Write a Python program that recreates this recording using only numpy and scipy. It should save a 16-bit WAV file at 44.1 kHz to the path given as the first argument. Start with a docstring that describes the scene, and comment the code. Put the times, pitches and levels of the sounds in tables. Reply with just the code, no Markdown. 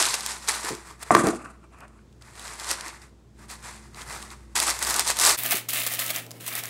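"""Baking paper and a cardboard box on a kitchen counter.

Hands lift, lay and press a sheet: showers of short noise-burst buckles over a rubbing hiss.
A box knocks the counter (noise pushes into decaying modes); the roll inside it rattles (noise bands).
Appliance tones and room noise lie behind; a small hard room adds noise-like echoes.
Near the end an edit joins a second, brighter microphone with less bass."""
import sys
import numpy as np
from scipy import signal
from scipy.fft import rfft, irfft, next_fast_len
from scipy.io import wavfile
from scipy.ndimage import uniform_filter1d

SR = 44100
rng = np.random.default_rng(int(sys.argv[2]) if len(sys.argv) > 2 else 0)


def master_out(mix):
    """Clip the mix to full scale and print it as 16-bit PCM to the path in sys.argv[1]."""
    frames = np.transpose(np.atleast_2d(mix))
    ceiling = np.clip(frames, -1, 1)
    pcm = np.round(ceiling * 32767).astype(np.int16)
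    wavfile.write(sys.argv[1], SR, pcm)


N = 295029

# hand strokes on the sheet: start_s, end_s, crackle_db, rise_s (to 20 dB), fall_s (to 20 dB), mids_rel_db
STROKES = [(0.0, 0.02, -18.0, 0.01, 0.139, -7.0), (0.141, 0.143, -22.5, 0.01, 0.019, -7.0),
           (0.179, 0.286, -37.0, 0.052, 0.14, -4.5), (0.283, 0.307, -35.5, 0.036, 0.027, -5.0),
           (0.373, 0.47, -44.5, 0.053, 0.029, -3.5), (0.488, 0.49, -20.5, 0.008, 0.036, -7.5),
           (0.49, 0.517, -32.5, 0.039, 0.188, -3.0), (0.648, 0.656, -33.0, 0.023, 0.137, 0.0),
           (0.771, 0.814, -58.0, 0.06, 0.498, 2.5), (0.872, 0.892, -49.5, 0.043, 0.043, 1.5),
           (1.032, 1.034, -39.5, 0.045, 0.007, -1.0), (1.068, 1.1, -46.0, 0.028, 0.01, 3.5),
           (2.214, 2.324, -57.0, 0.006, 0.029, 3.5), (2.386, 2.411, -48.5, 0.051, 0.067, 1.0),
           (2.502, 2.504, -41.5, 0.209, 0.255, -0.5), (2.589, 2.682, -39.0, 0.028, 0.052, -2.5),
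           (2.715, 2.717, -25.5, 0.043, 0.051, -5.0), (2.793, 2.852, -40.5, 0.051, 0.157, 1.5),
           (3.023, 3.026, -54.5, 0.019, 0.077, 1.0), (3.39, 3.41, -60, 0.008, 0.04, 5),
           (3.441, 3.443, -57.5, 0.096, 0.067, 2.5), (3.504, 3.544, -42.0, 0.022, 0.032, -3.0),
           (3.678, 3.68, -45.5, 0.111, 0.198, 0.0), (3.959, 3.965, -52.5, 0.012, 0.039, 3.5),
           (4.016, 4.021, -41.5, 0.083, 0.031, 2.0), (4.09, 4.115, -41.5, 0.047, 0.255, 0.5),
           (4.317, 4.319, -47.0, 0.017, 0.038, 3.5), (4.377, 4.535, -68, 0.049, 0.02, 2.0),
           (4.558, 4.56, -20.5, 0.006, 0.122, -6.5), (4.613, 4.701, -26.0, 0.034, 0.066, -5.0),
           (4.741, 4.798, -37.5, 0.054, 0.017, -2.5), (4.827, 4.829, -27.5, 0.034, 0.025, -3.5),
           (4.918, 4.971, -27.5, 0.118, 0.027, -2.5), (4.994, 4.996, -19.0, 0.039, 0.043, -5.5),
           (5.099, 5.101, -23.5, 0.081, 0.036, -6.0), (5.171, 5.173, -35.0, 0.008, 0.027, -6.0),
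           (5.213, 5.241, -21.5, 0.025, 0.067, -6.5), (5.27, 5.272, -17.5, 0.102, 0.131, -6.0),
           (5.387, 5.484, -41.0, 0.02, 0.03, -2.0), (5.448, 5.478, -34.5, 0.009, 0.031, -1.5),
           (5.525, 5.527, -24.0, 0.035, 0.03, -1.5), (5.554, 5.574, -30.5, 0.023, 0.055, -5.0),
           (5.689, 5.691, -30.0, 0.004, 0.077, -10.5), (5.735, 5.762, -28.0, 0.01, 0.151, -5.0),
           (5.869, 5.871, -29.5, 0.01, 0.039, -4.0), (5.916, 5.968, -37.0, 0.025, 0.025, -6.0),
           (5.99, 6.009, -30.0, 0.012, 0.136, -4.0), (6.104, 6.106, -27.0, 0.019, 0.015, -3.5),
           (6.151, 6.194, -37.0, 0.05, 0.036, -2.0), (6.2, 6.202, -55.5, 0.01, 0.104, -2.0),
           (6.303, 6.399, -62, 0.024, 0.02, -1.5), (6.407, 6.454, -46.0, 0.01, 0.017, -2.5),
           (6.482, 6.486, -28.5, 0.024, 0.016, -6.5), (6.502, 6.538, -39.5, 0.02, 0.017, 1.0),
           (6.553, 6.602, -37.5, 0.009, 0.023, -2.0), (6.584, 6.593, -33.5, 0.015, 0.022, -4.0),
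           (6.651, 6.69, -42.0, 0.058, 0.05, -1.5)]
# single buckles that stand out: time_s, relative_peak_db, centre_hz
SNAPS = [(.0258, -4, 6200), (.0541, -7, 5070), (.0874, -11, 4620), (.141, -6, 5540), (.2076, -17, 7900),
         (.2623, -9, 7340), (.3669, -29, 4700), (.4758, -19, 4570), (.4868, -7, 6520), (.5496, -18, 7360),
         (.6477, -17, 7710), (.7502, -23.5, 7730), (1.0287, -19, 10800), (1.1511, -6, 7900),
         (1.1674, -20, 8600), (1.27, -12.5, 7490), (1.2866, -17, 7000), (1.349, -31, 7910),
         (1.787, -46, 7970), (1.8053, -36, 8300), (1.8801, -45, 7830), (2.1271, -46, 5110),
         (2.2222, -32, 4460), (2.3955, -23, 6030), (2.3545, -36, 4260), (2.479, -25, 4830),
         (2.598, -21.5, 5510), (2.6444, -21, 6500), (2.69, -22, 5030), (2.7128, -6, 7540),
         (2.8095, -18.5, 5240), (2.882, -24, 7240), (3.0178, -35.5, 6200), (3.9457, -32, 4400),
         (4.018, -25, 4860), (4.226, -23, 5690), (4.3041, -31, 4980), (4.5633, -11, 4680),
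         (4.6008, -4, 7600), (4.702, -10.5, 8700), (4.7905, -16, 9070), (4.8267, -7, 8400),
         (4.849, -12, 8590), (4.8686, -13, 8340), (4.8992, -6, 10300), (4.9074, -7, 9930),
         (4.942, -7, 7000), (4.963, -9, 9790), (4.9946, -.5, 9300), (5.0765, -10, 9700), (5.085, -15, 7710),
         (5.1021, -7.5, 8460), (5.1692, -12.5, 7400), (5.1884, -7, 8200), (5.1985, -5, 8550),
         (5.214, -5, 9000), (5.2507, .5, 8200), (5.24, -13, 7990), (5.262, -11, 6560), (5.269, -5, 7150),
         (5.28, -9, 9100), (5.293, -4, 9150), (5.3284, -19, 8350), (5.3882, -14, 13500),
         (5.4348, -9, 13700), (5.4622, -10.5, 14900), (5.5096, -5, 13800), (5.552, -16, 12200),
         (5.5694, -13, 13300), (5.689, -12, 10600), (5.7349, -11, 11200), (5.8177, -17, 4550),
         (5.835, -15, 10900), (5.8656, -8.5, 10900), (5.9376, -12.5, 14500), (5.992, -17, 3930),
         (5.9984, -15, 9540), (6.064, -15, 14900), (6.1053, -10.5, 11300), (6.1613, -11, 10000),
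         (6.2647, -29, 9200), (6.308, -27, 8390), (6.3148, -23.5, 7840), (6.4082, -26.5, 9250),
         (6.4647, -18, 12600), (6.4786, -11, 12500), (6.5266, -21, 3550), (6.553, -12.5, 10600),
         (6.6366, -16.5, 10500), (6.6559, -19, 9350)]
# sheet spectrum through each microphone: frequency_hz, relative_density_db (per Hz)
SHEET_FIRST_MIC = [(200, -15.5), (380, -7.5), (520, -9.5), (750, -5), (1050, 0.5), (1500, -4), (2100, -3),
                   (2900, -12.5), (4500, -3), (6000, -7.5), (8500, -0.5), (11500, -14.5), (13000, -19),
                   (16000, -30.5)]
SHEET_SECOND_MIC = [(120, -42), (200, -12), (244, -3.5), (352, -21), (691, 0.5), (959, -13.5), (1110, -0.5),
                    (1540, -4.5), (1880, 3), (5520, -12), (15600, -2)]
# highest treble, above about 11 kHz, over time: time_s, level_db (relative to the crackle)
HIGHEST_TREBLE = [(0, -55), (.15, -38), (.55, -27), (1.05, -23), (2.25, -26), (2.4, -27), (2.85, -44),
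                  (3.1, -25), (3.5, -19), (3.72, -31), (4.05, -21), (4.7, -25), (4.9, -16), (5.05, -26),
                  (5.36, -16), (5.385, 6), (5.6, -1), (6.15, 1), (6.3, -6), (6.5, 3), (6.69, 0)]
# box or sheet knocking the counter: time_s, peak_db, pitch_region_hz, contact_ms
KNOCKS = [(0.642, -31, 350, 3.3), (.703, -25.5, 370, 22), (.73, -25.5, 312, 9.6), (.91, -32, 880, 3.3),
          (1.1066, 1, 856, 2.2), (1.1244, -10, 700, 2.3), (1.1375, -28, 300, 2), (1.1489, 5, 1320, 2.3),
          (1.153, -9.5, 320, 3.2), (1.166, -7, 950, 2), (1.189, -13, 332, 2), (1.239, -12, 280, 4.1),
          (1.263, -17, 450, 2), (1.269, -10.5, 490, 5.6), (1.286, -14, 353, 3), (1.331, -24, 420, 3.8),
          (1.458, -27, 1244, 3.2), (1.639, -46.5, 1300, 3), (1.744, -42, 1800, 4), (1.809, -37.5, 1630, 5),
          (1.834, -37, 1200, 4), (1.85, -49, 2820, 6), (1.99, -48, 2500, 2.2), (5.456, -33.5, 240, 2.6),
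          (5.524, -25.5, 590, 5.6), (5.542, -25.5, 260, 6.9)]
# cardboard modes: frequency_hz, relative_level_db, t60_s
BOX_MODES = [(232, -8, 0.028), (310, -10, 0.023), (352, -3, 0.051), (439, -5, 0.038), (710, 0.5, 0.025),
             (824, -2, 0.014), (1110, 6.5, 0.012), (1550, 3, 0.013), (2220, -14.5, 0.01),
             (2850, -20.5, .01)]
# roll shaking in the box: start_s, end_s, low_rattle_db, rise_s (to 20 dB), fall_s (to 20 dB), mids_rel_db
SHAKES = [(1.113, 1.145, -26, .003, .006, 0), (1.17, 1.195, -21, .04, .035, -7),
          (1.24, 1.286, -23, .012, .03, -3), (1.315, 1.325, -40, .03, .07, -2),
          (1.41, 1.47, -54, .04, .12, 6), (1.6, 1.65, -68, .02, .03, 6), (1.73, 1.8, -64, .02, .03, 8),
          (1.805, 1.855, -66, .01, .02, 15), (1.88, 2.0, -70, .03, .05, 5)]
# appliance tones before and after the edit: frequency_hz, level_db, waver_db
HUM_FIRST = [(59.4, -53.5, 1.7), (121, -67.5, 2.5), (216.3, -63.5, 2.5), (340, -67, 1)]
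HUM_SECOND = [(117, -50, 0.76), (170, -66, 4), (242, -71, 2.5)]
# room noise before and after the edit: frequency_hz, relative_density_db (per Hz)
AIR_FIRST = [(25, -35), (60, -17), (120, -9), (250, -18), (400, -19.5), (550, -27), (1100, -33),
             (2200, -40.5), (4200, -42.5), (7500, -43.5), (12000, -54.5), (15600, -57.5)]
AIR_SECOND = [(40, -50), (90, -16), (160, -16), (300, -11), (600, -16.5), (1000, -25), (2500, -42),
              (6000, -45), (15600, -37)]

AIR_FIRST_DB, AIR_SECOND_DB = -56.5, -51.5
LOUDER_S, LOUDER_DB = 3.34, 3.5  # first background steps up
EDIT_S, FADE_OUT_S, FADE_IN_S = 5.369, .02, .014
ROOM_T60_S, ROOM_DB, ROOM_DULL_HZ = 0.36, -14.5, 5900
BASS_CUT_HZ, TOP_HZ = 130, 15750
SNAP_BODY_DB = -12  # mids of a buckle against its peak
SHAKE_TREBLE_DB = -12  # against the low rattle, when that is at -22 dB
TREBLE_DB_PER_DB = .15  # gentle shakes are more papery
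BEND = 1.6  # above 1: rounded top, ever faster ending


def sheet_colours(centres_hz, anchors):
    """Relative band levels through both microphones, with unit power in each pitch region."""
    colours = []
    for table in (SHEET_FIRST_MIC, SHEET_SECOND_MIC):
        colour = on_log(centres_hz, table) + 10 * np.log10(centres_hz)  # density to band level
        regions = ((3, 11), (11, 17), (11, 17), (17, 19))  # band indices, one pair per anchor
        share_db = [10 * np.log10(np.sum(undb(2 * colour[a:b]))) for a, b in regions]
        colours.append(colour - np.interp(np.log(centres_hz), anchors, share_db))
    return colours


def sheet(buckles_per_s=700, mean_size_db=1.5, largest_db=6.5, reach_oct=.9, decay_cycles=2.4,
          shortest_s=0.00024, rub_share=0.44, gentle_db=-46.0, snap_db=-13.0, snap_s=0.00054,
          veil_db=13.5, slip_db=2.2):
    """Every buckle is a short noise burst with its own pitch region; rubbing fills the gaps."""
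    t = np.arange(N) / SR
    crackle_db, body_db = swells(STROKES)
    treble_db = np.interp(t, *np.transpose(HIGHEST_TREBLE))
    centres_hz = 250 * 2 ** (np.arange(19) / 3)
    anchors = np.log([2000, 3200, 10000, 12700])
    first_colour, second_colour = sheet_colours(centres_hz, anchors)

    draw = rng.random((int(buckles_per_s * N / SR), 3)).T
    buckle_s = draw[0] * N / SR
    # few large creases, many small
    size = undb(2 * np.minimum(-mean_size_db * np.log(1 - draw[1]), largest_db))
    pitch_hz = 500 * 2 ** (5 * draw[2])
    # a light touch slides more than it creases
    rub = rub_share + (1 - rub_share) / (2 + 2 * undb(crackle_db - gentle_db))
    slip = slip_db * walk(40)  # the fingers drag unevenly
    snap_at_s, peak_db, snap_hz = np.transpose(SNAPS)

    out = np.zeros(N)
    for k, hz in enumerate(centres_hz):
        low = np.interp(np.log(hz), anchors, [1, 0.062, 0, 0])
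        high = np.interp(np.log(hz), anchors, [0.018, 0.0043, 0.087, 0.89])
        decay_s = shortest_s + decay_cycles / (2 * np.pi * hz)
        shower = bursts(buckle_s, size * octave_band(hz, reach_oct)(pitch_hz), decay_s)
        shower = shower / (uniform_filter1d(shower, size=2000) + shower.mean() / 10)  # even local level
        colour_db = np.where(t > EDIT_S, second_colour[k], first_colour[k])
        level_db = crackle_db + low * body_db + high * treble_db + colour_db
        power = undb(2 * (level_db + slip)) * (rub + (1 - rub) * shower)

        snap_body = low * undb(2 * SNAP_BODY_DB) * octave_band(1300, .6)(hz) / 3
        snap_share = snap_body + (1 - low) * octave_band(hz, .7)(snap_hz)
        # the first microphone is dull on top
        snap_share *= np.where(snap_at_s < EDIT_S, undb(-2 * high * veil_db * hz / 16000), 1)
        power += bursts(snap_at_s, undb(2 * (peak_db + snap_db)) * snap_share, decay_s + snap_s)
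        out += coloured(octave_band(hz, 0.22), np.sqrt(power))
    return out


def box(reach_oct=0.44, push_samples=1600):
    """Each knock is a short rough push into cardboard modes; its pitch region decides which ones ring."""
    out, t = np.zeros(N), np.arange(SR // 5) / SR
    draw = rng.standard_normal((len(KNOCKS), len(BOX_MODES) + push_samples))
    for (time_s, peak_db, strike_hz, contact_ms), d in zip(KNOCKS, draw):
        ring = np.zeros(len(t))
        for (hz, mode_db, t60_s), jitter in zip(BOX_MODES, d):
            gain = undb(mode_db + 1.0 * jitter) * octave_band(strike_hz, reach_oct)(hz)
            tone = np.sin(2 * np.pi * hz * (1 + 0.02 * jitter) * t)
            ring += gain * tone * np.exp(-np.log(1000) * t / t60_s)
        x = t[:push_samples] * 1000 / max(contact_ms, .3)  # time in contacts
        push = d[len(BOX_MODES):] * np.sqrt(x) * np.exp(-2 * x)
        hit = signal.fftconvolve(ring, push)
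        hit = hit * undb(peak_db) / np.abs(hit).max()
        i = int(time_s * SR)
        out[i:i + len(hit)] += hit[:N - i]
    return out


def rattle(rough_db=2.5):
    """Loose, uneven shaking as noise bands: hollow lows, cardboard mids, a papery hiss."""
    low_db, mid_db = swells(SHAKES)
    clipped_db = low_db.clip(-70, 0)
    treble_db = SHAKE_TREBLE_DB - TREBLE_DB_PER_DB * (clipped_db + 22)
    light_db = -.2 * (clipped_db + 50)  # gentle contact rings the thin lid rather than the walls
    # relative_db, centre_hz, width_oct
    bands = ((0, 270, .48), (mid_db - 6, 680, .35), (mid_db - 1.5, 1200, .26),
             (mid_db - 10.5, 1800, .3), (mid_db - 14 + light_db, 2500, .17),
             (treble_db - 8, 4500, .4), (treble_db, 8000, .3))
    shake_db = rough_db * walk(90)
    out = np.zeros(N)
    for relative_db, hz, width_oct in bands:
        level_db = low_db + relative_db + shake_db + 2.0 * walk(150)
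        out += coloured(octave_band(hz, width_oct), undb(level_db))
    return out


def room(x):
    """Dense echoes of a small hard kitchen, as decaying noise duller than the direct sound."""
    t = np.arange(int(ROOM_T60_S * SR)) / SR
    decay = np.exp(-np.log(1000) * t / ROOM_T60_S)
    tail = rng.standard_normal(len(t)) * decay * np.minimum(t / 0.0015, 1)
    tail = signal.sosfilt(signal.butter(1, ROOM_DULL_HZ, fs=SR, output="sos"), tail)
    tail = tail / np.sqrt(np.sum(tail ** 2))
    return x + undb(ROOM_DB) * signal.fftconvolve(x, tail)[:N]


def background(tones, air, air_db):
    """Appliance tones wavering in level and phase, over coloured room noise."""
    t = np.arange(N) / SR
    hum = np.zeros(N)
    for hz, level_db, waver_db in tones:
        level = np.sqrt(2) * undb(level_db + waver_db * walk(12))
        hum += level * np.sin(2 * np.pi * hz * t + .4 * waver_db * walk(6))
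    noise = coloured(lambda f: undb(on_log(f, air)))
    return hum + undb(air_db + 1.0 * walk(5)) * noise


def swells(rows):
    """Overlapping movements that each rise, hold and die away: their level and mean mids, in dB."""
    t = np.arange(N) / SR
    start_s, end_s, db, rise_s, fall_s, mids_db = np.array(rows).T[..., None]
    outside = np.maximum((start_s - t) / rise_s, (t - end_s) / fall_s).clip(0, 5)
    power = undb(2 * (db - 20 * outside ** BEND))
    total = power.sum(axis=0)
    return 10 * np.log10(total), (power * mids_db).sum(axis=0) / total


def bursts(time_s, power, decay_s):
    """Power envelope: a jump at each time, dying away exponentially."""
    index = np.clip((time_s * SR).astype(int), 0, N - 1)
    train = np.bincount(index, power, N)
    return signal.lfilter([1], [1, -np.exp(-1 / (decay_s * SR))], train)


def walk(rate_hz):
    """Random levels held 1 / rate_hz seconds, smoothed twice, at rms 1."""
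    k = int(SR / rate_hz)
    steps = np.repeat(rng.standard_normal(N // k + 1), k)
    return unit(uniform_filter1d(uniform_filter1d(steps, k), k)[:N])


def coloured(gain, shape=1):
    """Noise under a time shape, filtered by gain(Hz) with unit filter power."""
    size = next_fast_len(N)
    hz = np.maximum(np.arange(size // 2 + 1) * SR / size, 1)
    spectrum = rfft(shape * rng.standard_normal(N), size)
    return irfft(spectrum * unit(gain(hz)), size)[:N]


def octave_band(hz, octaves):
    """Bell-shaped gain on a log frequency axis."""
    return lambda f: np.exp(-np.log2(f / hz) ** 2 / (2 * octaves ** 2))


def on_log(hz, table):
    """Read a frequency_hz, level_db table on a log frequency axis."""
    f, db = np.transpose(table)
    return np.interp(np.log(hz), np.log(f), db)


def undb(db):
    """Decibels to gain; doubled decibels give power."""
    return 10 ** (np.asarray(db) / 20)


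def unit(x):
    """Scale to rms 1."""
    return x / np.sqrt(np.mean(x ** 2))


def scene():
    """Two shots, each with its own background; the first fades out, then the second fades in."""
    t = np.arange(N) / SR
    bass_cut = signal.butter(2, BASS_CUT_HZ, "high", fs=SR, output="sos")
    near = signal.sosfilt(bass_cut, sheet() + box() + rattle())
    step_up = undb(LOUDER_DB * np.clip((t - LOUDER_S) / .03, 0, 1))
    first = room(near * (t < EDIT_S)) + step_up * background(HUM_FIRST, AIR_FIRST, AIR_FIRST_DB)
    second = room(near * (t > EDIT_S)) + background(HUM_SECOND, AIR_SECOND, AIR_SECOND_DB)
    fade_out = np.clip((EDIT_S - t) / FADE_OUT_S, 0, 1)
    fade_in = np.clip((t - EDIT_S) / FADE_IN_S, 0, 1)
    return (first * fade_out + second * fade_in)[None]


def record(dry):
    """The loudest peaks are clipped and rounded, and the top is cut off steeply."""
    x = np.clip(dry, -1.2, 1.2)
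    top_cut = signal.ellip(10, .2, 60, TOP_HZ, fs=SR, output="sos")
    return signal.sosfilt(top_cut, x - x ** 3 / 4.4)


dry = scene()
out = record(dry)
master_out(out)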